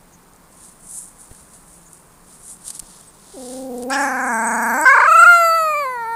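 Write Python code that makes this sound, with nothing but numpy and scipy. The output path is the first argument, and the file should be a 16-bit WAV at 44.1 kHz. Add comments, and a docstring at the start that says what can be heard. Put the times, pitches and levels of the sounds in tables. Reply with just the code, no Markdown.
"""Wolf pup: shuffling, then a howl

A wolf pup shuffles about on cloth, close by in a quiet, dead-sounding space: tiny random slips make the rub,
short noise bursts the clicks and paw falls. Then comes one long call: a quivering hum through the nose,
an open-mouthed moan, a leap into a cracking yelp, and a clear howl that slides down as the mouth closes.
The voice is a stack of harmonics shaped by a moving throat, with a rasp of air at every pulse.
"""
import sys
import numpy as np
from scipy import signal
from scipy.fft import rfft, irfft, next_fast_len
from scipy.io import wavfile
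from scipy.ndimage import uniform_filter1d, map_coordinates

SR = 44100
rng = np.random.default_rng(int(sys.argv[2]) if len(sys.argv) > 2 else 0)


def generate_wav(sig):
    """Save sig (samples, or channels by samples) to the path in sys.argv[1] as 16-bit PCM at SR."""
    pcm = np.round(np.clip(np.atleast_2d(sig).T, -1, 1) * 32767).astype(np.int16)
    wavfile.write(sys.argv[1], SR, pcm)


N = 271425
TIME = np.arange(N) / SR  # s
EDGE_HZ = 15550  # upper limit of the whole sound


def amp(db):
    """Turns decibels into a gain."""
    return 10 ** (np.asarray(db) / 20)


def unit(x):
    """Scales a sound to an average (rms) level of 1."""
    return x / np.sqrt(np.mean(x ** 2) + 1e-20)


def curves(rows, t):
    """Reads the columns of a table at the times t, with straight lines between rows."""
    start_s, *columns = np.transpose(rows)
    return [np.interp(t, start_s, column) for column in columns]


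def spectrum_db(points, hz):
    """Reads a spectrum with straight lines on a log-frequency axis."""
    f, db = np.transpose(points)
    return np.interp(np.log(hz + 1), np.log(f + 1), db)


def colour(x, points):
    """Weights a sound by a spectrum, at rms 1; only the differences between the dB values count."""
    size = next_fast_len(len(x))
    gain = amp(spectrum_db(points, np.fft.rfftfreq(size, 1 / SR)))
    return unit(irfft(rfft(x, size) * gain, size)[:len(x)])


def drift(count, hz):
    """Random wandering, hardly any of it much faster than hz, at rms 1."""
    size = next_fast_len(count)
    f = np.fft.rfftfreq(size, 1 / SR)
    return unit(irfft(rfft(rng.standard_normal(size)) * np.exp(-(f / hz) ** 2), size)[:count])


# Tone of the room's steady noise: pitch_hz, relative_db
ROOM_TONE = [(12, -54), (20, 2), (90, -10.5), (112, -11.5), (175, -1), (218, -8), (476, -12.5), (578, -14),
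             (1040, -11), (3520, -31), (6310, -32.5), (7260, -31), (9060, -45), (12300, -28), (15400, -27)]
ROOM_DB = -50
DRONE_HZ, DRONE_DB = 175, -67


def room():
    """Low steady noise, plus a faint drone whose pitch and loudness waver at random."""
    drone_hz = DRONE_HZ + 4 * drift(N, 14.5)
    drone_swell = 1 + 0.56 * drift(N, 0.91)
    drone = unit(np.sin(2 * np.pi * np.cumsum(drone_hz) / SR) * drone_swell)
    hiss = colour(rng.standard_normal(N), ROOM_TONE)
    return amp(ROOM_DB) * hiss + amp(DRONE_DB) * drone


# Early echoes from the surfaces close around the pup: delay_s, level_db
ECHOES = [(.0042, -39), (.0085, -30)]


def reflections(x, wet_db=-32, t60=0.21):
    """Close, soft surroundings return early echoes and a faint, dull tail that falls 60 dB in t60 seconds."""
    t = np.arange(SR // 4) / SR
    tail_tone = [(200, -6), (1000, 17.0), (2200, -7), (4000, -33), (15000, -53)]  # pitch_hz, relative_db
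    tail = colour(rng.standard_normal(len(t)), tail_tone)
    tail *= amp(-60 * t / t60) * (t > .003)
    tail /= np.linalg.norm(tail)
    early = sum(amp(db) * np.interp(TIME - delay_s, TIME, x) for delay_s, db in ECHOES)
    return early + amp(wet_db) * signal.oaconvolve(x, tail)[:N]


# Tone of the light swish: pitch_hz, relative_db
SWISH_TONE = [(2060, -67), (3500, -40), (4580, -30), (4800, -30), (6670, -9.5), (7270, -6.5), (8780, 1.5),
              (10100, -1.5), (13900, -28), (15000, -33)]
# Tone of the heavier scrape: pitch_hz, relative_db
SCRAPE_TONE = [(1200, -5.5), (2400, -14), (3600, -2.5), (5000, -1), (7000, -6.5), (11000, -39)]
# Fur and paws slide on cloth, one row a stroke: peak_s, swell_s, fade_s, swish_db, scrape_db
STROKES = [(.65, 0.1, 0.088, -44, -59), (.96, 0.077, 0.089, -31.5, -59), (1.21, 0.024, 0.057, -42, -61),
           (1.38, .13, .13, -47.5, -61.5), (1.55, 0.054, 0.066, -46, -62), (1.74, 0.11, 0.091, -46.5, -69),
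           (1.92, 0.082, 0.18, -50, -73), (2.33, 0.069, 0.09, -46, -58.5), (2.51, 0.076, 0.042, -36, -56.5),
           (2.692, 0.04, 0.017, -30.5, -43.5), (2.76, 0.036, 0.023, -37, -48.5),
           (2.96, 0.21, 0.11, -46, -52), (3.53, 0.23, 0.11, -40, -45.5), (3.79, 0.081, 0.093, -48.5, -53.5)]
STROKE_SHAPE = 1.28  # between a pointed (1) and a rounded (2) peak
REST_SWISH_DB, REST_SCRAPE_DB = -59.5, -66.5  # between strokes the fur never lies quite still


def rubbing(fibres_per_s=9000, uneven_db=0.78, catches_per_s=6, catch_size=9):
    """Thousands of tiny fibre slips a second under each stroke; now and then a fibre catches and ticks."""
    swish, scrape = amp(REST_SWISH_DB), amp(REST_SCRAPE_DB)
    for peak_s, swell_s, fade_s, swish_db, scrape_db in STROKES:
        width_s = np.where(TIME < peak_s, swell_s, fade_s)
        speed = np.exp(-(abs(TIME - peak_s) / width_s) ** STROKE_SHAPE)
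        # noises add by power, not by height
        swish = np.hypot(swish, amp(swish_db) * speed)
        scrape = np.hypot(scrape, amp(scrape_db) * speed)
    slips = rng.standard_normal(N) * (rng.random(N) < fibres_per_s / SR)
    slips += catch_size * rng.random(N) * (rng.random(N) < catches_per_s / SR)
    # the rubbing fades to nothing early in the call
    pressure = amp(uneven_db * drift(N, 60)) * np.interp(TIME, [3.8, 3.95], [1, 0])
    return pressure * (colour(slips, SWISH_TONE) * swish + colour(slips, SCRAPE_TONE) * scrape)


def burst(start_s, db, t60, sound, rise):
    """A short contact with no ring: noise that rises fast and dies away by 60 dB in t60 seconds."""
    start = round(start_s * SR)
    age = np.arange(len(sound)) / SR
    out = np.zeros(N)
    out[start:start + len(sound)] = sound * amp(db - 60 * age / t60) * (1 - np.exp(-age / rise))
    return out


# Soft paw falls: start_s, level_db, decay_s
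STEPS = [(1.31, -29.5, 0.051), (1.405, -43, 0.11), (2.822, -34.5, 0.063), (3.826, -38, .077)]
# Tone of a paw fall: pitch_hz, relative_db
STEP_TONE = [(30, -2), (120, -3), (250, -13), (500, -15), (1000, -25), (3000, -37)]


def paw_falls(size=6000):
    """Dull pats: soft pads start slowly and make mostly low noise."""
    out = np.zeros(N)
    for start_s, db, decay_s in STEPS:
        pat = colour(rng.standard_normal(size), STEP_TONE)
        out += burst(start_s, db, decay_s, pat, rise=0.0023)
    return out


# Sharp little clicks, of claws in the weave and of parting lips: start_s, level_db, decay_s, lowest_pitch_hz
CLICKS = [(.335, -40.5, 0.0091, 4000), (.361, -41, .013, 5000), (.869, -36, 0.01, 6000),
          (1.329, -37, 0.014, 8000), (1.349, -38, .015, 1500), (1.536, -40, 0.022, 2000),
          (1.931, -29.5, 0.014, 8140), (2.68, -16.5, 0.012, 2500), (2.703, -21.5, .032, 2000),
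          (2.75, -29, .037, 5000), (2.794, -17, 0.0068, 3000), (2.797, -18.5, 0.017, 3000),
          (3.011, -31, .01, 8550), (3.782, -24, 0.0063, 7065), (3.824, -28, 0.019, 2486),
          (3.834, -25, 0.013, 1500), (3.901, -20, 0.015, 5900), (4.813, -14.5, 0.011, 7600)]
# Tone of a click before its lows are cut: pitch_hz, relative_db
CLICK_TONE = [(880, -43), (1500, -6), (2100, -20), (2450, -17), (3340, -15), (4590, -6.5), (5560, -10),
              (8830, 1.5), (11200, -6.5), (15000, -41)]


def clicks(size=6000):
    """Quick noise bursts; the higher the low cut, the thinner the click."""
    out = np.zeros(N)
    for start_s, db, decay_s, lowest_hz in CLICKS:
        b, a = signal.butter(3, lowest_hz, "high", fs=SR)
        thin = signal.lfilter(b, a, colour(rng.standard_normal(size), CLICK_TONE))
        out += burst(start_s, db, decay_s, unit(thin), rise=0.00019)
    return out


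# Faint high squeaks: peak_s, pitch_hz, level_db
SQUEAKS = [(.143, 6500, -51), (1.872, 6900, -49.5), (3.085, 8260, -45)]


def squeaks(length=0.016, waver_hz=350):
    """Brief thin whistles: sine tones of unsteady pitch that swell and fade."""
    out = np.zeros(N)
    for peak_s, hz, db in SQUEAKS:
        turns = np.cumsum(hz + waver_hz * drift(N, 300)) / SR
        swell = np.exp(-((TIME - peak_s) / length) ** 2)
        out += amp(db) * swell * unit(np.sin(2 * np.pi * turns))
    return out


# Puffs of air as the mouth springs open: peak_s, level_db, length_s
PUFFS = [(3.94, -26.5, 0.02), (4.022, -47, 0.069), (4.875, -32, 0.021)]
# Tone of a puff: pitch_hz, relative_db
PUFF_TONE = [(100, -60), (600, -15), (1800, -18), (3000, 0.5), (4200, -10.5), (5500, 7), (6400, -12),
             (8000, -2), (10000, -28), (15000, -19)]


def puffs():
    """Air rushes out as the mouth opens: noise that swells and fades."""
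    flow = sum(amp(db) * np.exp(-((TIME - peak_s) / length_s) ** 2) for peak_s, db, length_s in PUFFS)
    return flow * colour(rng.standard_normal(N), PUFF_TONE)


# One row for each mouth posture: move_start_s, move_time_s, pitch_jitter_share, flutter_share,
# rasp_db (against the voice), snap_db (extra treble). Jitter, flutter and snap are the values before effort
# and tremor add to them. Rows: nose, gape, open, yelp, wide, round, closing.
POSTURES = [(3.3, .03, 0.0043, 0.26, -30.5, 5), (3.888, 0.017, 0.0041, 0.38, -17.5, 4.5),
            (3.99, 0.25, 0.0025, 0.14, -13.5, 29), (4.848, 0.0098, 0.0035, 0.1, -31, -4.5),
            (5.05, 0.045, 0.0022, 0.082, -34, -2.5), (5.29, 0.16, 0.0022, 0.078, -33, 4.5),
            (5.788, 0.14, 0.0024, 0.085, -28, 1)]


def posture(t):
    """Place in the list of postures: each move of the mouth carries it on to the next one."""
    return sum(np.clip((t - start_s) / taken_s, 0, 1) for start_s, taken_s, *_ in POSTURES[1:])


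def throat_response(points, size=4096):
    """Log gain and causal phase of one posture, so that each pulse rings after it strikes."""
    log_gain = np.log(amp(spectrum_db(points, abs(np.fft.fftfreq(size, 1 / SR)))))
    return np.conj(signal.hilbert(log_gain))[:size // 2]


# What the throat passes in each posture: pitch_hz, relative_db
NOSE = [(250, 0), (510, 3), (760, -5), (1000, -18), (1300, -45), (2200, -43), (8000, -51), (13000, -39.5),
        (15500, -35)]
GAPE = [(250, -0.5), (550, -3.5), (830, 5.5), (1100, -3), (1350, -4), (1700, 7), (2000, -14.5), (2350, -12),
        (2700, -15), (3300, -33), (4300, -32), (5450, -15), (6400, -43), (8000, -20), (15000, -70)]
OPEN = [(240, -5.5), (440, -15), (540, -7), (700, -6), (880, 4), (1100, -6), (1350, -6.5), (1630, 2),
        (1900, -16.5), (2250, -12), (2800, -50.5), (3800, -46.5), (7800, -67), (15000, -83)]
YELP = [(450, -19.5), (600, -15), (950, -0.5), (1250, -3.5), (1550, 5.5), (1850, -18), (2200, -6.5),
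        (2600, -31), (3500, -43), (4400, -31.5), (5300, -42.5), (8000, -32), (15000, -94)]
WIDE = [(650, -17), (1250, -3), (1400, 4), (1900, -23), (2100, -21), (2700, -18.5), (3200, -45),
        (4150, -33.5), (5500, -53.5), (7500, -30.5), (8400, -30), (10000, -60), (11000, -44), (13300, -44),
        (15000, -54)]
ROUND = [(650, -6), (1280, 2), (1800, -20.5), (2000, -12), (2350, -6.5), (2620, -23), (3100, -40),
         (4000, -32), (4600, -19.5), (5500, -64), (7300, -29), (9600, -47.5), (11000, -36.5), (13200, -39),
         (14300, -50)]
CLOSING = [(450, -15.5), (550, -10.5), (920, -0.5), (1380, -8.5), (1600, -18), (1850, -9), (2300, -23.5),
           (2700, -42), (3300, -43.5), (4400, -30), (5300, -62), (7200, -50), (9000, -36), (15000, -43)]
THROATS = [NOSE, GAPE, OPEN, YELP, WIDE, ROUND, CLOSING]
# Tongue and lips shift all resonances together: start_s, pitch_factor
REACH = [(3.89, 0.93), (3.905, 0.864), (3.94, 1.02), (4.05, 0.998), (4.2, 1.01), (4.35, 0.98), (4.5, 0.995),
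         (4.62, 1.01), (4.8, 1.005)]
FLUTTER_LEVEL = 0.66  # flutter moves the level of a harmonic less than its phase
THROB = 0.9  # share of the resonances' gain that shows in the loudness of the voice


def harmonics(t, pitch, turns, flutter, snap_db, flutter_hz=70, flutter_most=0.79, patchy_db=3.0,
              lead=1.1, size=32, count=64):
    """Pulses of the folds as harmonics weighted by the moving throat, evened to rms 1 over a tremor swing."""
    table = np.array([throat_response(p) for p in THROATS])
    # gains and phases change slowly, so work them out only every 32 samples
    slow_t, slow_pitch = t[::size], pitch[::size]
    mouth, (reach,) = posture(slow_t), curves(REACH, slow_t)
    out, power = np.zeros(len(t)), np.zeros(len(slow_t))
    for k in range(1, count):
        hz = k * slow_pitch
        place = [mouth, hz / reach / (SR / 2) * table.shape[1]]
        gain = np.exp(map_coordinates(table.real, place, order=1, mode="nearest")) * (hz < EDGE_HZ)
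        lag = map_coordinates(table.imag, place, order=1, mode="nearest")
        # a harder snap of the folds brightens only the top
        gain *= amp(snap_db[::size] * np.clip((hz - 4000) / 3000, 0, 1))
        # the slow opening of the folds sends the bass ahead of each snap
        lag += lead * np.exp(-hz / 900)
        # high harmonics waver more than low ones, both slowly and fast
        slow, fast, skew = (drift(len(slow_t), rate * size) for rate in (12, flutter_hz, flutter_hz))
        unrest = np.minimum(flutter[::size] * hz / 1500, flutter_most)
        gain *= amp(patchy_db * np.minimum(hz / 5000, 1) * slow)
        gain *= 1.5 + FLUTTER_LEVEL * unrest * fast
        lag += unrest * skew
        angle = 2 * np.pi * k * turns + np.interp(t, slow_t, lag)
        out += np.interp(t, slow_t, gain) * np.cos(angle)
        power += gain ** 2 / 2
    # the voice throbs as the tremor sweeps its harmonics across the resonances
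    power = uniform_filter1d(power, size=51) ** THROB * power ** (1 - THROB)
    return out / np.sqrt(np.interp(t, slow_t, power))


def waver(x, patchy_db=6.5):
    """Lets bands of a hiss swell and fade on their own, in patches about 700 Hz by 150 ms; rms 1."""
    z = signal.stft(x, nperseg=512)[2]
    patches = uniform_filter1d(rng.standard_normal(z.shape), size=8, axis=0)
    patches = unit(uniform_filter1d(patches, size=26, axis=1))
    return unit(signal.istft(z * amp(patchy_db * patches))[1][:len(x)])


# Tone of the air rasp: pitch_hz, relative_db
RASP_TONE = [(1880, -52), (3200, -41), (3710, -27), (4010, -19), (4660, 6.5), (5230, -12.5), (6110, 5.5),
             (7320, 3), (8010, 13.5), (9600, -5.5), (10800, 0), (11800, -13), (12700, -1), (13300, 5),
             (15000, -49)]


def air_rasp(turns, rasp_spread=0.19, rasp_floor=0.16, spurt_db=1.5):
    """Each opening of the folds lets through a spurt of air, some stronger than others; rms 1."""
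    cycle = turns.astype(int)
    spurt = amp(spurt_db * np.clip(rng.standard_normal(len(turns)), -2, 2))[cycle]
    opening = rasp_floor + spurt * np.exp(-(turns % 1) / rasp_spread)
    return waver(colour(opening * rng.standard_normal(len(turns)), RASP_TONE))


# The quivering parts of the call: start_s, centre_pitch_hz, level_db, tremor_depth (share of the pitch).
# These are middle values: tremor, cracks and small random changes move them.
HUM = [(3.335, 407, -37, .02), (3.36, 386, -40, 0.015), (3.373, 267.7, -34.5, 0.036),
       (3.46, 245, -35, 0.034), (3.55, 261.4, -31.5, 0.035), (3.68, 263.3, -29.5, 0.016),
       (3.7, 246, -28.5, 0.034), (3.85, 245.2, -28.5, 0.047), (3.888, 257, -25, 0.027)]
MOAN = [(3.915, 268.3, -20, 0.027), (4.034, 282.5, -17.5, 0.046), (4.115, 257, -21.5, 0.046),
        (4.28, 255, -20.5, 0.062), (4.34, 223.7, -19, 0.011), (4.499, 229.3, -19.5, 0.06),
        (4.736, 231.4, -18, 0.042), (4.784, 295.6, -18, 0.042), (4.848, 319, -17, 0.0089)]
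CRY = [(4.854, 504, -8.5, 0.056), (4.877, 516.4, -6, 0.048), (4.926, 558, -8.5, 0.037),
       (4.955, 505.4, -10.5, 0.13), (5.03, 530, -10, 0.14), (5.067, 569, -12, 0.1)]
YODEL = [(5.074, 637, -10.5, 0.047), (5.136, 646.6, -9, 0.045), (5.225, 687, -5, 0.024),
         (5.251, 665, -6.5, 0.05), (5.275, 703.5, -5.5, .003)]
# The clear howl has no tremor; its centre pitch: start_s, pitch_hz
HOWL_PITCH = [(5.295, 704.6), (5.505, 657), (5.559, 660.7), (5.729, 604.6), (5.751, 575), (5.785, 596),
              (5.833, 564), (5.861, 516), (5.925, 506), (5.983, 470.4), (6.039, 458), (6.055, 444),
              (6.083, 458), (6.14, 461)]
# Loudness of the howl: start_s, level_db
HOWL_LEVEL = [(5.295, -4), (5.383, -11), (5.797, -20), (5.985, -26), (6.14, -24)]
# the larynx trembles at a steady rate in each register; the high register opens on a crest
CREST_S, LOW_TREMOR_HZ, HIGH_TREMOR_HZ = 4.864, 25.5, 27.1
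TREMOR_UNEVEN = 0.16  # share by which one swing differs from the next
CREST_POINT = 1.3  # the deeper the tremor, the more pointed its crests and the flatter its troughs
# the voice dips for an instant as it leaps between registers
LEAP_S, LEAP_DIP_DB, LEAP_LENGTH_S = 4.852, 7, 0.0035
# it cracks whenever the tremor drags the pitch more than GRIP (a share) under its centre
GRIP, CRACK_DB_PER_SHARE = 0.089, 79
# the harder the effort, the brighter the snap of the folds; at EASY_DB effort adds nothing
SNAP_DB_PER_DB, EASY_DB = 0.35, -18
SHAKE_PER_DEPTH = 25  # jitter and flutter grow with the depth of the tremor


def call(swell_db=10, shimmer=6.7, crack_jitter=0.0057, doubling=0.044, wander=.002, jitter_hz=380):
    """One unbroken call: quivering folds make the pitch, and a rasp of air rides on every pulse."""
    t = TIME[TIME > HUM[0][0]]
    quivering = np.vstack([HUM, MOAN, CRY, YODEL])
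    centre, = curves(np.vstack([quivering[:, [0, 1]], HOWL_PITCH]), t)
    voice_db, = curves(np.vstack([quivering[:, [0, 2]], HOWL_LEVEL]), t)
    depth = np.interp(t, quivering[:, 0], quivering[:, 3], right=0)
    depth *= 1 + TREMOR_UNEVEN * drift(len(t), 16)
    mouth, settings = posture(t), np.transpose(POSTURES)[2:]
    jitter, flutter, rasp_db, snap_db = (np.interp(mouth, np.arange(len(POSTURES)), c) for c in settings)

    tremor_hz = np.where(t < CREST_S, LOW_TREMOR_HZ, HIGH_TREMOR_HZ)
    angle = 2 * np.pi * (t - CREST_S) * tremor_hz
    swing = depth * (np.cos(angle) + CREST_POINT * depth * np.cos(2 * angle))
    pitch = uniform_filter1d(centre * (1 + swing), size=110) * (1 + wander * drift(len(t), 25))

    # at a crack the folds lose their grip: softer, irregular, and with strong and weak pulses in turn
    crack_db = CRACK_DB_PER_SHARE * np.maximum(-swing - GRIP, 0)
    crack_db += LEAP_DIP_DB * np.exp(-((t - LEAP_S) / LEAP_LENGTH_S) ** 2)
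    shake = 1 + SHAKE_PER_DEPTH * depth
    jitter = jitter * shake + crack_jitter * crack_db
    # count of fold cycles so far; its fraction is the place within a cycle
    turns = np.cumsum(pitch * (1 + jitter * drift(len(t), jitter_hz))) / SR

    effort_db = voice_db - EASY_DB
    voice = harmonics(t, pitch, turns, flutter * shake, snap_db + SNAP_DB_PER_DB * effort_db)
    voice *= 1 + shimmer * jitter * drift(len(t), 150)
    voice *= 1 + doubling * crack_db * np.cos(np.pi * turns)
    rasp = air_rasp(turns) * amp(rasp_db)
    level = amp(voice_db + swell_db * swing - crack_db)
    onset = np.clip((t - t[0]) / 0.0082, 0, 1)
    return np.pad(onset * level * (voice + rasp), (N - len(t), 0))


def scene():
    """The room, the pup moving on the cloth, and its voice with the echoes of the voice."""
    voice = call() + puffs()
    shuffling = rubbing() + paw_falls() + clicks()
    return (room() + reflections(voice) + shuffling + squeaks() + voice)[None]


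def record(dry):
    """Flattens any peaks beyond full scale, then filters out everything above the upper limit."""
    low_pass = signal.firwin(511, EDGE_HZ, window=("kaiser", 9), fs=SR)
    return signal.oaconvolve(np.clip(dry, -1, 1), low_pass[None], "same")


dry = scene()
out = record(dry)
generate_wav(out)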